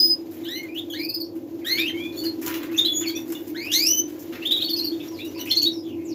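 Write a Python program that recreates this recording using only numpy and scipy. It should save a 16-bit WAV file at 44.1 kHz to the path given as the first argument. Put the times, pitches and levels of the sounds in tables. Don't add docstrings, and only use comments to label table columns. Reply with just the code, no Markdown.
import sys
import numpy as np
from scipy import signal
from scipy.fft import rfft, irfft, next_fast_len
from scipy.io import wavfile
from scipy.ndimage import uniform_filter1d

SR = 44100
rng = np.random.default_rng(int(sys.argv[2]) if len(sys.argv) > 2 else 0)


def put_to_file(sound):
    columns = np.atleast_2d(sound).T
    safe = np.clip(columns, -1, 1)
    whole_steps = np.round(safe * 32767)
    wavfile.write(sys.argv[1], SR, whole_steps.astype(np.int16))


N = 270774


def amp(db):
    return 10 ** (np.asarray(db) / 20)


def evened(x):
    return x / np.sqrt(np.mean(x ** 2) + 1e-20)


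def read(points, hz):
    f, value = np.transpose(points)
    return np.interp(np.log(hz + 1), np.log(f + 1), value)


def add(mix, s, sound):
    part = mix[round(s * SR):][:len(sound)]
    part += sound[:len(part)]


def coloured(x, points):
    size = next_fast_len(len(x))
    gain = amp(read(points, np.fft.rfftfreq(size, 1 / SR)))
    return irfft(rfft(x, size) * gain, size)[:len(x)]


def wander(smooth_s):
    size = max(round(smooth_s * SR), 1)
    once = uniform_filter1d(rng.standard_normal(N), size)
    return evened(uniform_filter1d(once, size))


def syrinx(hz, first_db, second_db, upper_db, tilt_db=0.5, flicker_db=np.zeros(10)):
    phase = 2 * np.pi * np.cumsum(hz) / SR
    tone = amp(first_db) * np.sin(phase) + amp(second_db) * np.sin(2 * phase)
    for k in range(3, 10):
        gain = amp(upper_db + tilt_db * (k - 4) + flicker_db[k])
        tone += gain * np.sin(k * phase) * (k * hz < SR / 2.5)
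    return np.sqrt(2) * tone


# time in seconds, pitch in Hz, level in dB, beak opening as second partial over first in dB.
WHISTLE_CURVES = [
    [(0.0, 4990, -10.5, -24), (0.05, 5040, -18, -19), (0.09, 5020, -17.5, -18), (0.128, 4990, -22, -13)],
    [(0.45, 1445, -40, 17), (0.5, 1846, -35, 8), (0.55, 2027, -32.5, 6), (0.6, 2175, -36, -5),
     (0.68, 2020, -52.5, -43)],
    [(0.685, 2360, -40.5, -21), (0.74, 2510, -53, -17), (0.764, 2930, -32.5, -29), (0.8, 3710, -31.5, -24)],
    [(0.935, 1570, -33.5, 10.5), (0.97, 2092, -42, 0), (1.02, 2396, -33, -61), (1.14, 2690, -60, -13)],
    [(1.645, 1512, -38.5, 7), (1.675, 1900, -27.5, 4), (1.72, 2106, -22, 7.5), (1.76, 2186, -29, 3.5),
     (1.82, 2475, -25.5, -49), (1.86, 2700, -28, -22), (1.885, 3135, -27.5, -18), (1.915, 3086, -37, -40)],
    [(1.772, 1428, -34, 13), (1.79, 1770, -25.5, 14), (1.82, 1910, -29, 22)],
    [(1.894, 2140, -29.5, -9), (1.912, 1494, -45, 12)],
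    [(2.845, 3094, -34, -24), (2.88, 3445, -22, -48), (2.94, 3373, -27, -14), (2.99, 3406, -26.5, 17),
     (3.025, 3567, -33, 5), (3.05, 2524, -34.5, -32), (3.07, 2185, -31, 7), (3.14, 2304, -53, -8)],
    [(3.546, 1462, -40.5, -9), (3.574, 2037, -35.5, 2.5), (3.64, 2410, -33, -3), (3.7, 2786, -35, -22),
     (3.722, 3006, -27, -31)],
    [(3.716, 1588, -25.5, 29), (3.75, 2015, -20, 17), (3.85, 2543, -23, 10.5), (3.885, 2880, -18, 17),
     (3.93, 3010, -20, 9.5), (4.0, 3038, -20.5, 13.5), (4.015, 3120, -34, 16)],
    [(5.188, 2294, -41, -14), (5.22, 2664, -44, -28), (5.3, 2990, -53, 10)],
]
UPPER_DB, UPPER_PER_BEAK, UPPER_PER_EFFORT, EASY_DB = -21.5, 0.21, 0.2, -24
WHISTLE_TILT_DB, BROKEN_DB = -1.7, 5.5
FULL_GLIDE_PER_S = 3.33
HOARSE_HELD, HOARSE_GLIDE = 0.062, 0.26
WOBBLE_HELD, WOBBLE_GLIDE = 0.00072, .015
HELD_SHARE = 0.19


def whistles(tremor):
    out, husk, flicker = np.zeros((2, N)), wander(0.001), wander(.007)
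    for rows in WHISTLE_CURVES:
        s, *columns = np.transpose(rows)
        t = np.arange(s[0], s[-1], 1 / SR)
        at = round(s[0] * SR) + np.arange(len(t))
        hz, db, beak_db = (np.interp(t, s, column) for column in columns)
        hz = uniform_filter1d(hz, 400, mode="nearest")
        glide = np.clip(abs(np.gradient(np.log(hz))) * SR / FULL_GLIDE_PER_S, 0, 1)
        hz = hz * (1 + (WOBBLE_HELD + WOBBLE_GLIDE * glide) * tremor[at])
        stretches = at + np.arange(10)[:, None] * (N // 10)
        broken_db = BROKEN_DB * np.take(flicker, stretches, mode="wrap") * np.sqrt(glide)
        first_db = db - 10 * np.log10(1 + amp(beak_db) ** 2)
        upper_db = db + UPPER_DB + UPPER_PER_BEAK * beak_db + UPPER_PER_EFFORT * (db - EASY_DB)
        hoarse = 1 + (HOARSE_HELD + HOARSE_GLIDE * glide) * husk[at]
        edges = np.clip(np.minimum(t - s[0], s[-1] - t) / 0.0022, 0, 1)
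        tone = syrinx(hz, first_db, first_db + beak_db, upper_db, WHISTLE_TILT_DB, broken_db)
        tone *= edges * hoarse
        add(out[0], s[0], tone)
        add(out[1], s[0], tone * (HELD_SHARE + (1 - HELD_SHARE) * glide))
    return out


# time in seconds, hum level in dB, hiss level in dB.
BACKGROUND_DRIFT = [(0, -34, -55), (1.4, -33.5, -60.5), (2.2, -29, -49), (3.4, -32, -61), (4.6, -33, -47),
                    (5.3, -31, -50), (6.14, -31.5, -61)]
# centre in Hz, width at half amplitude in Hz, relative height in dB.
HUM_RESONANCES = [(300.1, 11.3, -3), (331.6, 19.6, 3.5), (258, 19, -10.5), (99.1, 17.7, -18.5),
                  (117.7, 9.2, -23.5), (167.8, 17, -23), (391.8, 12.6, -15.5), (457.7, 16, -23.5),
                  (544.3, 8.7, -16.5), (1008, 22, -31)]
# frequency in Hz, relative density in dB per Hz.
RUMBLE_COLOUR = [(25, -56.5), (80, -23.5), (300, -1), (500, -4.5), (800, -12.5), (1300, -30), (2500, -39.5)]
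RUMBLE_DB = -47
# frequency in Hz, relative density in dB per Hz.
HISS_COLOUR = [(600, 10.5), (1300, 4.5), (3000, 4.5), (8000, 0), (12000, -3.5), (16000, -3.5)]


def background():
    s, hum_db, hiss_db = np.transpose(BACKGROUND_DRIFT)
    t, hz = np.arange(N) / SR, np.fft.rfftfreq(N, 1 / SR)
    peaks = sum(amp(db) / (1 + (2 * (hz - f) / width) ** 2) for f, width, db in HUM_RESONANCES)
    hum = evened(irfft(rfft(rng.standard_normal(N)) * peaks, N))
    rumble = evened(coloured(rng.standard_normal(N), RUMBLE_COLOUR))
    hiss = evened(coloured(rng.standard_normal(N), HISS_COLOUR))
    hiss *= amp(2.2 * wander(.025))
    hum *= amp(np.interp(t, s, hum_db))
    hiss *= amp(np.interp(t, s, hiss_db))
    return hum + amp(RUMBLE_DB) * rumble + hiss


# start in seconds, treble level in dB, body level in dB, treble t60 in seconds.
NOISE_PUFFS = [(0.311, -46, -54, 0.58), (0.442, -46, -61, 0.11), (0.629, -40, -48, .1),
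               (0.745, -47, -60.5, 0.13), (1.352, -48, -58, 0.15), (1.653, -39, -52, 0.7),
               (2.172, -40, -62, 0.18), (2.236, -32, -43, 0.11), (2.413, -34, -41.5, 0.42),
               (2.461, -24, -33, 0.16), (2.539, -34, -43, 0.23), (2.627, -39, -45, 0.14),
               (2.711, -46, -48, 0.65), (2.774, -34, -52, 0.12), (3.008, -34, -40, 0.083),
               (3.0789, -33, -49, 0.15), (3.1632, -41.5, -52.5, 0.47), (3.279, -43, -56.5, 0.95),
               (3.322, -21.5, -35, 0.029), (3.472, -44, -70, 0.16), (3.652, -43, -45, 0.13),
               (3.716, -39, -52.5, 0.53), (4.078, -47.5, -57.5, 0.64), (4.191, -37, -74, 0.16),
               (4.3233, -43, -36.5, 0.15), (5.2465, -38, -69, 0.13), (5.376, -45, -46.5, 0.27),
               (5.452, -35, -66, 0.21), (5.494, -40, -66, 0.21)]
# frequency in Hz, relative density in dB per Hz.
PUFF_TREBLE = [(2500, -28), (5000, -3), (9000, 4), (13000, -2.5), (16000, 5)]
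# frequency in Hz, relative density in dB per Hz.
PUFF_BODY = [(400, 1), (1000, 4), (2200, 7.5), (4000, -1), (8000, -24.5)]
TREBLE_RISE_S, BODY_RISE_S = 0.0023, 0.0042
BODY_LINGER = 2.07


def noise_puffs():
    grain = rng.standard_normal((2, N)) * amp(2.5 * wander(.003))
    _, _, z = signal.stft(grain, SR, nperseg=256)
    patches = uniform_filter1d(rng.standard_normal(z.shape), 8, 2)
    patches = evened(uniform_filter1d(patches, 10, 1))
    grain = signal.istft(z * amp(2.85 * patches), SR, nperseg=256)[1][:, :N]
    treble = evened(coloured(grain[0], PUFF_TREBLE))
    body = evened(coloured(grain[1], PUFF_BODY))
    envelopes, t = np.zeros((2, N)), np.arange(0, .5, 1 / SR)
    for s, treble_db, body_db, t60 in NOISE_PUFFS:
        treble_fade = amp(treble_db - 60 * t / t60)
        body_fade = amp(body_db - 60 * t / (BODY_LINGER * t60))
        add(envelopes[0], s, (1 - np.exp(-t / TREBLE_RISE_S)) * treble_fade)
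        add(envelopes[1], s, (1 - np.exp(-t / BODY_RISE_S)) * body_fade)
    return envelopes[0] * treble + envelopes[1] * body


# start in seconds, length in seconds, start pitch in Hz, end pitch in Hz, level in dB.
HUSKY_SWEEPS = [(0.432, 0.047, 3660, 3910, -46.5), (1.236, 0.023, 5250, 5480, -50.5),
                (1.607, 0.027, 2490, 2010, -50.5), (1.725, 0.027, 2930, 2990, -43),
                (1.762, 0.026, 4480, 4850, -42), (1.806, 0.018, 4240, 4620, -28.5),
                (2.12, 0.044, 4280, 3920, -49.5), (2.762, 0.029, 5780, 6970, -33),
                (3.056, 0.022, 5300, 4560, -45), (3.097, 0.01, 4620, 3650, -33.5),
                (3.719, 0.045, 5860, 6120, -29), (3.722, 0.037, 6560, 7500, -46),
                (4.422, 0.014, 3000, 4930, -49), (4.423, 0.03, 2100, 2166, -51),
                (4.585, 0.045, 2710, 2790, -46), (4.687, 0.024, 5500, 6000, -46),
                (4.757, 0.025, 5560, 5970, -41.5), (4.826, .018, 5600, 5460, -40),
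                (4.756, 0.02, 2904, 2930, -44), (4.816, 0.034, 2660, 3040, -48),
                (4.989, 0.026, 3070, 2366, -46), (5.125, 0.091, 5430, 3250, -48),
                (5.345, 0.029, 4700, 5280, -46.5), (5.365, 0.065, 4800, 3600, -44),
                (5.342, 0.044, 2310, 2750, -49), (5.455, 0.022, 2200, 3045, -37),
                (5.466, 0.019, 2600, 2640, -42), (5.489, 0.032, 5500, 5370, -35),
                (5.613, 0.013, 2750, 3560, -39), (5.55, 0.012, 5130, 7600, -35.5),
                (5.613, 0.013, 5100, 8100, -34), (5.7, 0.12, 5790, 4990, -48),
                (5.818, 0.14, 3820, 2430, -53), (5.946, 0.2, 2207, 2650, -59.5),
                (6.033, 0.13, 8270, 2850, -48)]


def husky_notes():
    out = np.zeros(N)
    for s, length, start_hz, end_hz, db in HUSKY_SWEEPS:
        hz = np.linspace(start_hz, end_hz, round(length * SR))
        tone = syrinx(hz, db, db - 17, db - 31.0)
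        add(out, s, tone * signal.windows.tukey(len(hz), .4))
    return out * (0.15 + wander(0.0013))


# start in seconds, length in seconds, pitch at the turn in Hz before smoothing, level in dB.
RISING = [(0.928, 0.023, 4420, -39), (0.95, 0.058, 4140, -40.5), (1.936, 0.18, 2411, -39.5),
          (1.971, 0.12, 3420, -40), (2.739, 0.022, 2660, -37), (2.777, 0.025, 3653, -17),
          (3.079, 0.027, 3280, -36), (3.136, 0.048, 2550, -41.5), (4.415, 0.021, 2720, -35.5),
          (4.916, 0.0444, 3610, -43.5), (4.999, 0.02, 3610, -37.5), (5.195, 0.047, 3755, -39.5),
          (5.562, 0.032, 4474, -15), (5.653, 0.029, 3804, -20)]
FALLING = [(0.897, 0.042, 3350, -34), (0.985, 0.042, 4910, -37), (1.028, 0.032, 5035, -31.5),
           (1.085, 0.022, 4900, -29.5), (1.138, 0.018, 5110, -24.5), (1.198, 0.0255, 4860, -32.5),
           (2.245, 0.029, 4770, -31.5), (4.691, 0.027, 4830, -27), (4.761, 0.037, 4910, -29.5),
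           (4.839, 0.024, 4820, -29)]
LEVEL = [(2.173, 0.046, 4436, -33.5), (2.233, 0.019, 2915, -39.5), (2.248, 0.054, 4250, -37),
         (3.069, 0.036, 4447, -28), (3.15, 0.025, 5760, -34.5), (3.153, 0.03, 3497, -35.5),
         (3.345, 0.021, 3495, -40.5), (3.35, 0.029, 2850, -48), (4.603, 0.024, 4100, -31),
         (4.638, 0.028, 4385, -24), (4.729, 0.0146, 4424, -22.5), (4.786, 0.027, 4280, -22.5),
         (4.864, 0.0334, 4327, -32.5), (5.079, 0.014, 5610, -41.5), (5.508, 0.017, 4250, -17.5),
         (5.62, 0.02, 4463, -17.5)]
REEDY = [(0.554, 0.033, 3002, -41.5), (2.156, 0.056, 3500, -48.5), (3.074, 0.029, 1556, -56),
         (5.39, 0.03, 2996, -38.5), (5.513, 0.015, 2126, -36.5)]
SCOOPED = [(2.843, 0.021, 4010, -18.5), (4.45, 0.0295, 3607, -21), (4.506, 0.027, 3784, -19),
           (4.56, 0.026, 3743, -21), (4.614, 0.023, 3670, -23.5), (4.681, 0.028, 3560, -27.5),
           (5.5, 0.033, 3550, -24)]
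CHIRP_BENDS = [(.89, 1.02, 0.48), (1.02, .87, 0.31), (.985, 1.003, 0.14), (.94, 1.0, 0.29),
               (.8, 1.01, 0.46)]
# second partial, then fourth partial, in dB over the first.
CHIRP_COLOURS = [(-33.5, -34), (-15, -18.5), (-19.5, -26), (-1.5, -6.5), (-29.5, -29.5)]
CHIRP_TILT_DB = -3


def chirps(tremor):
    out = np.zeros(N)
    kinds = zip(CHIRP_BENDS, CHIRP_COLOURS, [RISING, FALLING, LEVEL, REEDY, SCOOPED])
    for (start, end, turn), (second_db, upper_db), notes in kinds:
        for s, length, turn_hz, db in notes:
            u = np.arange(0, 1, 1 / (length * SR))
            bend = np.interp(u, [0, turn, 1], [start, 1, end])
            hz = turn_hz * uniform_filter1d(bend, len(u) // 4, mode="nearest")
            wobble = 0.017 * min(0.031 / length, 1)
            hz *= 1 + wobble * tremor[round(s * SR):][:len(u)]
            shape = np.clip(np.minimum(u * length / 0.0072, (1 - u) / 0.14), 0, 1)
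            add(out, s, syrinx(hz, db, db + second_db, db + upper_db, CHIRP_TILT_DB) * shape)
    return out


# frequency in Hz, relative density in dB per Hz.
BREATH_COLOUR = [(2500, -29.5), (5000, -10), (9000, 3), (13000, -5), (16000, 3)]
BREATH_DB = -19.5
WHISTLE_BREATH, WHISTLE_RASP = 0.97, 1.9


def near_birds():
    tremor = wander(0.0021)
    held, gliding = whistles(tremor) * amp(1.5 * wander(0.0056))
    quick = chirps(tremor) * amp(2.5 * wander(0.004))
    effort = np.sqrt(abs(uniform_filter1d((held + quick) ** 2, 200)))
    blown = np.sqrt(abs(uniform_filter1d((WHISTLE_BREATH * gliding + quick) ** 2, 200)))
    rasp = (amp(-38.5) + amp(-6.0) * effort) * wander(0.00031)
    breath = evened(coloured(rng.standard_normal(N), BREATH_COLOUR))
    air = amp(BREATH_DB) * blown * breath
    return held + WHISTLE_RASP * rasp * gliding, quick * (1 + rasp) + air


# start in seconds, level in dB before rise and mix, pitch in Hz.
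BATH_KNOCKS = [(2.468, -41, 980), (2.579, -42, 1017), (3.572, -51, 940), (4.797, -52, 980),
               (5.116, -52, 993), (5.362, -40.5, 987)]
KNOCK_RISE_S, KNOCK_T60_S = 0.00047, 0.28


def knocks():
    out, t = np.zeros(N), np.arange(0, .3, 1 / SR)
    for s, db, hz in BATH_KNOCKS:
        envelope = (1 - np.exp(-t / KNOCK_RISE_S)) * amp(db - 60 * t / KNOCK_T60_S)
        add(out, s, envelope * np.sin(2 * np.pi * hz * t))
    return out


# frequency in Hz, decay t60 in seconds.
ROOM_DECAY = [(1000, 0.32), (3000, 0.19), (8000, 0.17), (14000, 0.12)]


def room(x, gap_s=.002):
    out, t = np.zeros(N), np.arange(N) / SR
    for k in range(3):
        taps = np.zeros(SR // 2)
        at = np.arange(round(gap_s * SR), len(taps) - 20, 20)
        early = 1 + 0.16 * np.exp(-at / (0.031 * SR))
        taps[at + rng.integers(0, 20, len(at))] = early * rng.choice([-1., 1.], len(at))
        hz, frames_s, z = signal.stft(taps, SR, nperseg=128)
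        decay = amp(-60 * frames_s / read(ROOM_DECAY, hz)[:, None])
        tail = signal.istft(z * decay, SR, nperseg=128)[1]
        turn = np.sqrt(2 / 3) * np.cos(2 * np.pi * 1.5 * t + k * np.pi / 3)
        out += signal.oaconvolve(x * turn, tail / np.linalg.norm(tail))[:N]
    return out


def scene():
    held, quick = near_birds()
    husky, bursts = husky_notes(), noise_puffs() + knocks()
    direct = amp(-1.5) * held + amp(-1.5) * quick + amp(-4) * husky + bursts
    to_walls = amp(-5.0) * held + amp(-2.5) * quick + husky + amp(-3.5) * bursts
    return (direct + room(to_walls) + background())[None]


# frequency in Hz, gain in dB.
MIC_RESPONSE = [(25, -11), (70, -0.5), (5500, 0), (7200, 0), (8600, -17), (10000, -7), (13000, 9),
                (15500, 1.5)]
EDGE_HZ = 15570


def record(dry):
    heard = coloured(dry[0], MIC_RESPONSE)[None]
    lowpass = signal.firwin(511, EDGE_HZ, window=("kaiser", 9), fs=SR)
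    return signal.oaconvolve(heard, lowpass[None], "same")


dry = scene()
out = record(dry)
put_to_file(out)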